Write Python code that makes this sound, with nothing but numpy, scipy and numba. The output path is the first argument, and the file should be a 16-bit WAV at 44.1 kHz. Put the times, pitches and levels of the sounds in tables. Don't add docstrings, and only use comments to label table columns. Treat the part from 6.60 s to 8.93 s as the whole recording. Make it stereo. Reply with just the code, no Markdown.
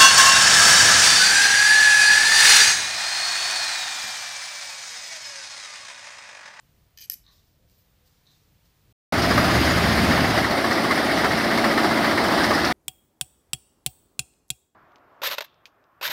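import sys
import numpy as np
from scipy import signal
from scipy.fft import rfft, irfft, next_fast_len
from scipy.io import wavfile
from scipy.ndimage import uniform_filter1d, map_coordinates
from numba import njit

SR = 44100
rng = np.random.default_rng(int(sys.argv[2]) if len(sys.argv) > 2 else 0)


def log_audio(samples):
    frames = np.atleast_2d(samples).T
    limited = np.clip(frames, -1, 1)
    pcm = np.round(limited * 32767).astype(np.int16)
    wavfile.write(sys.argv[1], SR, pcm)


def voltage_ratio(level):
    return 10 ** (np.asarray(level, float) / 20)


N = 102576
T = np.arange(N) / SR


def first_slide():
    # start_s, level_db, high_modes_extra_db, top_modes_extra_db
    catches = [(.3743, -45, -10, 4), (.3766, -50, -13, -2), (.3785, -75, -11, -1), (.3856, -44.5, -22, 6),
               (.3883, -50, -17.5, -4), (.3945, -47.5, -2, 4.5), (.3975, -56, -14, 2), (.4073, -54, 3, -3),
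               (.413, -63, -8, -10), (.4187, -73, 12, 6), (.4235, -68, 0, -10), (.4308, -50, -3, 4),
               (.4398, -59, 17, 7), (.4415, -61.5, 18, -10), (.4472, -63.5, -8, 14), (.457, -77, 9, -11)]
    # time_s, level_db, high_modes_extra_db, top_modes_extra_db
    pressure = [
        (.372, -76, -8, 10),
        (.376, -56, -2, 8),
        (.382, -74, -22, 10),
        (.389, -65, -9, -2),
        (.41, -55.5, -2, 9),
        (.422, -52, 4, -5),
        (.445, -55, 2, -3),
        (.458, -58, 12, 5),
        (.461, -64, 9, 8),
    ]
    return struck(catches, column=3) + slide(pressure, column=3)


def strike():
    # start_s, level_db, high_modes_extra_db, top_modes_extra_db
    blows = [
        (.4983, -28.5, 5, 9),
        (.4985, -35, 10.5, -3),
        (.4987, -19, 16, -15),
        (.4993, -25.5, 5, -13),
        (.5000, -51.5, 17, -17),
        (.5007, -29.5, -3, -14),
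        (.5023, -35, -4, -9),
    ]
    return struck(blows, column=2)


def second_slide():
    # start_s, level_db, high_modes_extra_db, top_modes_extra_db
    late_catches = [
        (.5065, -47, 6.5, -4),
        (.5075, -55, -13, -12.5),
        (.5112, -45.5, 6, 0),
        (.5145, -47, 7.5, 2.5),
        (.52, -44, 15, 4),
        (.5265, -53, 10, 10),
        (.5335, -44, 13, 2),
        (.5385, -49, 7, 2),
        (.5455, -56, -2, 12),
    ]
    # time_s, level_db, high_modes_extra_db, top_modes_extra_db
    pressure = [
        (.501, -55, 4, -2),
        (.506, -60, 1, 8),
        (.512, -48, -8, -5),
        (.522, -47.5, -7, -14),
        (.53, -58, 2, 4.5),
        (.54, -43.5, -5, 5.5),
        (.544, -69, 3, 7),
        (.553, -71, -15, 4),
        (.565, -85, 0, -3),
    ]
    return slide(pressure, column=4) + struck(late_catches, column=4)


def struck(rows, column):
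    s, db, high, top = np.array(rows).T
    return needle([clicks(s, db), clicks(s, db + high), clicks(s, db + top)], column)


def slide(rows, column):
    grains_per_s, grain_spread_db = 9000, 2.2
    judder_db, judder_per_s = 1.8, 350
    scratch_db = -35
    s, db, high, top = np.array(rows).T
    chance, sign, size = rng.random((3, N))
    grains = (chance < grains_per_s / SR) * np.sign(sign - .5)
    grains = grains * voltage_ratio(-grain_spread_db * np.log(size + 1e-9))
    pressure_db = np.interp(T, s, db, left=-200, right=-200)
    rub = unit(grains) * voltage_ratio(pressure_db + judder_db * walk(judder_per_s))
    drives = [rub, rub * voltage_ratio(np.interp(T, s, high)), rub * voltage_ratio(np.interp(T, s, top))]
    return needle(drives, column, damped=1) + voltage_ratio(scratch_db) * thin(rub)


def needle(drives, column, damped=0):
    # pitch_hz, t60_s, struck_db, first_slide_db, second_slide_db
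    needle_modes = [(1820, .04, -30.5, -15, -22), (2560, .011, -25.5, -8, -14), (3080, .01, -21, -3, -8),
                    (4300, .011, -18, -6, -13), (4860, .01, -21, 1, 0), (5330, .01, -10, -3, 2),
                    (6000, .013, -10, -3, -4), (6340, .009, -24, -4, -7), (7780, .007, -12, -14, -7),
                    (8350, .006, -12, -13, -13), (11800, .0062, -10, -3, 6), (12400, .005, -30, -17, -4),
                    (13750, .0045, 0, 0, -20), (14150, .0045, -12, -16, 5)]
    # time_s, pitch_factor
    creep_points = [(.385, .99), (.41, .995), (.46, 1.03), (.497, .995), (.54, 1.0)]
    high_from_hz, top_from_hz, low_below_hz = 10000, 13000, 2500
    low_slide_db = -12
    wobble, wobble_per_s = .018, 90
    n = int(.66 * SR)
    out = np.zeros(N)
    creep = np.interp(T[:n], *np.array(creep_points).T)
    for mode in needle_modes:
        pitch_hz, t60, level_db = mode[0], mode[1], mode[column]
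        group = int(pitch_hz > high_from_hz) + int(pitch_hz > top_from_hz)
        hz = pitch_hz
        if group > 1:
            hz = pitch_hz * creep
        elif damped and group < 1:
            hz = pitch_hz / creep
        if damped:
            hz = hz * (1 + wobble * walk(wobble_per_s)[:n] / (1 + group))
            if pitch_hz < low_below_hz:
                level_db = level_db + low_slide_db
        evening = (t60 * SR / 10) ** (damped / 2)
        out[:n] += voltage_ratio(level_db) * ring(drives[group][:n], hz, t60) / evening
    return thin(out)


def yarn():
    # start_s, rise_s, fall_s, level_db, treble_extra_db
    rubs = [
        (.70, 0.024, 0.14, -65.5, -1.5),
        (1.07, 0.048, 0.099, -70.5, 0),
        (1.159, 0.031, 0.051, -81, 13),
        (1.444, 0.028, 0.031, -67, -2.5),
        (1.5, 0.048, 0.29, -77, -8),
        (1.7, 0.015, 0.085, -69.5, -4),
        (2.04, 0.014, 0.047, -72.5, -1),
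    ]
    # start_s, level_db
    snaps = [
        (1.098, -58.5),
        (1.188, -64),
        (1.462, -62),
        (1.477, -58),
    ]
    # pitch_hz, level_db
    body_colour = [(1500, -19), (3000, -8), (5000, -0.5), (8000, -11.5), (10000, -15)]
    treble_colour = [(10000, -20), (13000, -4.5), (16000, -1.5)]
    swells = []
    for start, rise, fall, db, _ in rubs:
        fade_in = np.clip((T - start) / rise, 0, 1)
        fade_out = np.exp(-np.clip(T - start - rise, 0, None) / fall)
        swells.append(voltage_ratio(db) * fade_in * fade_out)
    swells = np.array(swells)
    treble_gain = voltage_ratio(np.array(rubs)[:, -1])
    fibres = rng.standard_normal(N) * voltage_ratio(1.3 * walk(250))
    rustle = swells.sum(axis=0) * unit(colour(fibres, body_colour))
    rustle = rustle + treble_gain @ swells * unit(colour(fibres, treble_colour))
    snap = clicks(*np.array(snaps).T)
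    snapping = ring(snap, 4600, 0.0031) + voltage_ratio(2) * ring(snap, 8200, 0.0022) + voltage_ratio(1) * ring(snap, 12000, 0.0018)
    return rustle + thin(snapping)


def hand():
    # start_s, level_db, pitch_hz, t60_s
    knocks = [
        (0.4995, -49.5, 1300, 0.0072),
        (0.555, -58, 231, 0.022),
        (.58, -58.5, 48.6, 0.55),
    ]
    out = np.zeros(N)
    for s, db, hz, t60 in knocks:
        body = ring(clicks([s], [db], width_s=.0001), hz, t60)
        out = out + signal.sosfilt(signal.butter(2, hz * .5, "high", fs=SR, output="sos"), body)
    return out


def clock():
    # pitch_hz, t60_s, level_db
    case_modes = [(1190, .016, -5), (1620, .007, -3), (1880, .008, -3), (3760, .02, 1), (3960, .018, 1),
                  (4260, .016, 0), (5250, .01, -6), (5800, .01, -10)]
    # start_s, level_db
    ticks = [(.64, -56.5), (0.652, -59), (0.665, -46.5), (.678, -52), (.687, -51.5), (.697, -59),
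             (0.703, -59), (.718, -63), (.733, -60.5), (.756, -62), (.781, -58), (1.656, -58.5),
             (1.667, -52), (1.672, -50), (1.687, -57), (1.698, -56.5), (1.706, -57.5), (1.716, -59.5),
             (1.736, -62)]
    tick_low_db, tock_low_db, tock_from_s = -9, -13, 1.2
    s, db = np.array(ticks).T
    full_push = clicks(s, db)
    low_push = clicks(s, db + np.where(s < tock_from_s, tick_low_db, tock_low_db))
    out = np.zeros(N)
    for hz, t60, level_db in case_modes:
        push = low_push if hz < 2500 else full_push
        out = out + voltage_ratio(level_db) * ring(push, hz, t60)
    return out


def drone():
    # time_s, level_db
    drone_levels = [
        (.98, -100),
        (1.04, -77.5),
        (1.2, -83),
        (1.3, -84),
        (1.45, -80),
        (1.53, -79.5),
        (1.62, -100),
    ]
    s, db = np.array(drone_levels).T
    breath = unit(ring(rng.standard_normal(N), 507, 0.092))
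    return breath * voltage_ratio(np.interp(T, s, db, left=-200, right=-200))


def room(x, shimmer_s=0):
    # pitch_hz, t60_s, level_db
    room_decay = [(1500, 0.27, 12), (3000, 0.43, -2), (5000, 0.46, -6), (8000, 0.23, 11),
                  (13000, 0.26, -2.5)]
    edges = [500, 2100, 3900, 6300, 10000, 18000]
    gap_s, shimmer_per_s = 0.015, 300
    t, tail = T[:SR // 2], 0
    for (_, t60, db), lo, hi in zip(room_decay, edges, edges[1:]):
        band_pass = signal.butter(2, [lo, hi], "band", fs=SR, output="sos")
        band = signal.sosfilt(band_pass, rng.standard_normal(SR // 2))
        tail = tail + band * voltage_ratio(db - 60 * t / t60)
    tail = tail * np.clip(t / gap_s, 0, 1)
    wet = signal.fftconvolve(x, tail / np.sqrt(np.sum(tail ** 2)))[:N]
    return map_coordinates(wet, [(T + shimmer_s * walk(shimmer_per_s)) * SR], mode="mirror")


def air():
    # pitch_hz, level_db
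    rumble_colour = [(12, -41), (20, -9), (55, -0.5), (151, -4), (251, -16.5), (313, -14), (348, -18.5),
                     (416, -17.5), (700, -21), (910, -67), (1540, -120)]
    hiss_colour = [(700, -2.5), (1500, -5.5), (3800, -7), (5500, -9.5), (9600, -15), (12000, -13),
                   (14800, -7.5), (15800, 1)]
    # pitch_hz, level_under_centre_db
    side_width = [(60, -37), (110, -68), (200, -28.5), (380, -21.5), (700, -17), (1290, -13.5),
                  (2380, -13.5), (4400, -11.5), (8120, -1), (15000, -5)]
    both = []
    for _ in range(2):
        rumble = unit(colour(rng.standard_normal(N), rumble_colour)) * voltage_ratio(-63.5 - 1.5 * walk(10.23))
        hiss = unit(colour(rng.standard_normal(N), hiss_colour)) * voltage_ratio(-69.5 - 1.39 * walk(3.9))
        both.append(rumble + hiss)
    width = [(10, side_width[0][1])] + list(side_width) + [(20000, side_width[-1][1])]
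    return both[0], colour(both[1], width)


def clicks(times, dbs, width_s=.000012):
    out = np.zeros(N)
    for s, db in zip(times, dbs):
        i = int(s * SR) + np.arange(-30, 31)
        push = np.exp(-.5 * ((i / SR - s) / width_s) ** 2)
        out[i] += voltage_ratio(db) * push / push.sum()
    return out


def ring(x, hz, t60):
    rise_share = .2
    fall = np.log(1000) / (max(t60, .002) * SR)
    fast = np.exp(-fall / rise_share)
    turn = 2 * np.pi * hz / SR * np.ones(len(x))
    return 2 * (1 - fast) * resonate(x, turn, np.exp(-fall), fast)


@njit
def resonate(x, turn, slow, fast):
    y, a, b = np.empty(len(x)), 0j, 0j
    for i in range(len(x)):
        spin = np.exp(1j * turn[i])
        a = a * spin * fast + x[i] + 1e-18
        b = b * spin * slow + a
        y[i] = b.imag
    return y


def thin(x):
    return signal.sosfilt(signal.butter(4, 1500, "high", fs=SR, output="sos"), x)


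def unit(x):
    return x / np.sqrt(np.mean(x ** 2))


def colour(x, points):
    hz, db = np.array(points).T
    n = next_fast_len(len(x))
    f = np.log(np.arange(n // 2 + 1) * SR / n + 1e-9)
    gain = voltage_ratio(np.interp(f, np.log(hz), db, left=-90, right=-90))
    return irfft(rfft(x, n) * gain, n)[:len(x)]


def walk(rate):
    k = int(SR / rate)
    steps = np.repeat(rng.standard_normal(N // 20)[:N // k + 1], k)
    return unit(uniform_filter1d(uniform_filter1d(steps, k), k)[:N])


def scene():
    room_db, room_width_db = -12, -44
    clock_direct_db, clock_room_db = -8.5, -6
    near = first_slide() + strike() + second_slide() + yarn()
    far = clock()
    mid, side = air()
    mid = mid + near + hand() + drone()
    mid = mid + voltage_ratio(room_db) * room(near, shimmer_s=.00005)
    mid = mid + voltage_ratio(clock_direct_db) * far + voltage_ratio(clock_room_db) * room(far)
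    side = side + voltage_ratio(room_width_db) * room(voltage_ratio(room_db) * near + far)
    return np.array([mid + side, mid - side])


def roll_off(x):
    return signal.sosfilt(signal.butter(12, 16460, fs=SR, output="sos"), x)


def record(dry):
    mix = signal.sosfilt(signal.ellip(8, .5, 36, 15400, fs=SR, output="sos"), dry)
    return roll_off(mix)


dry = scene()
out = record(dry)
log_audio(out)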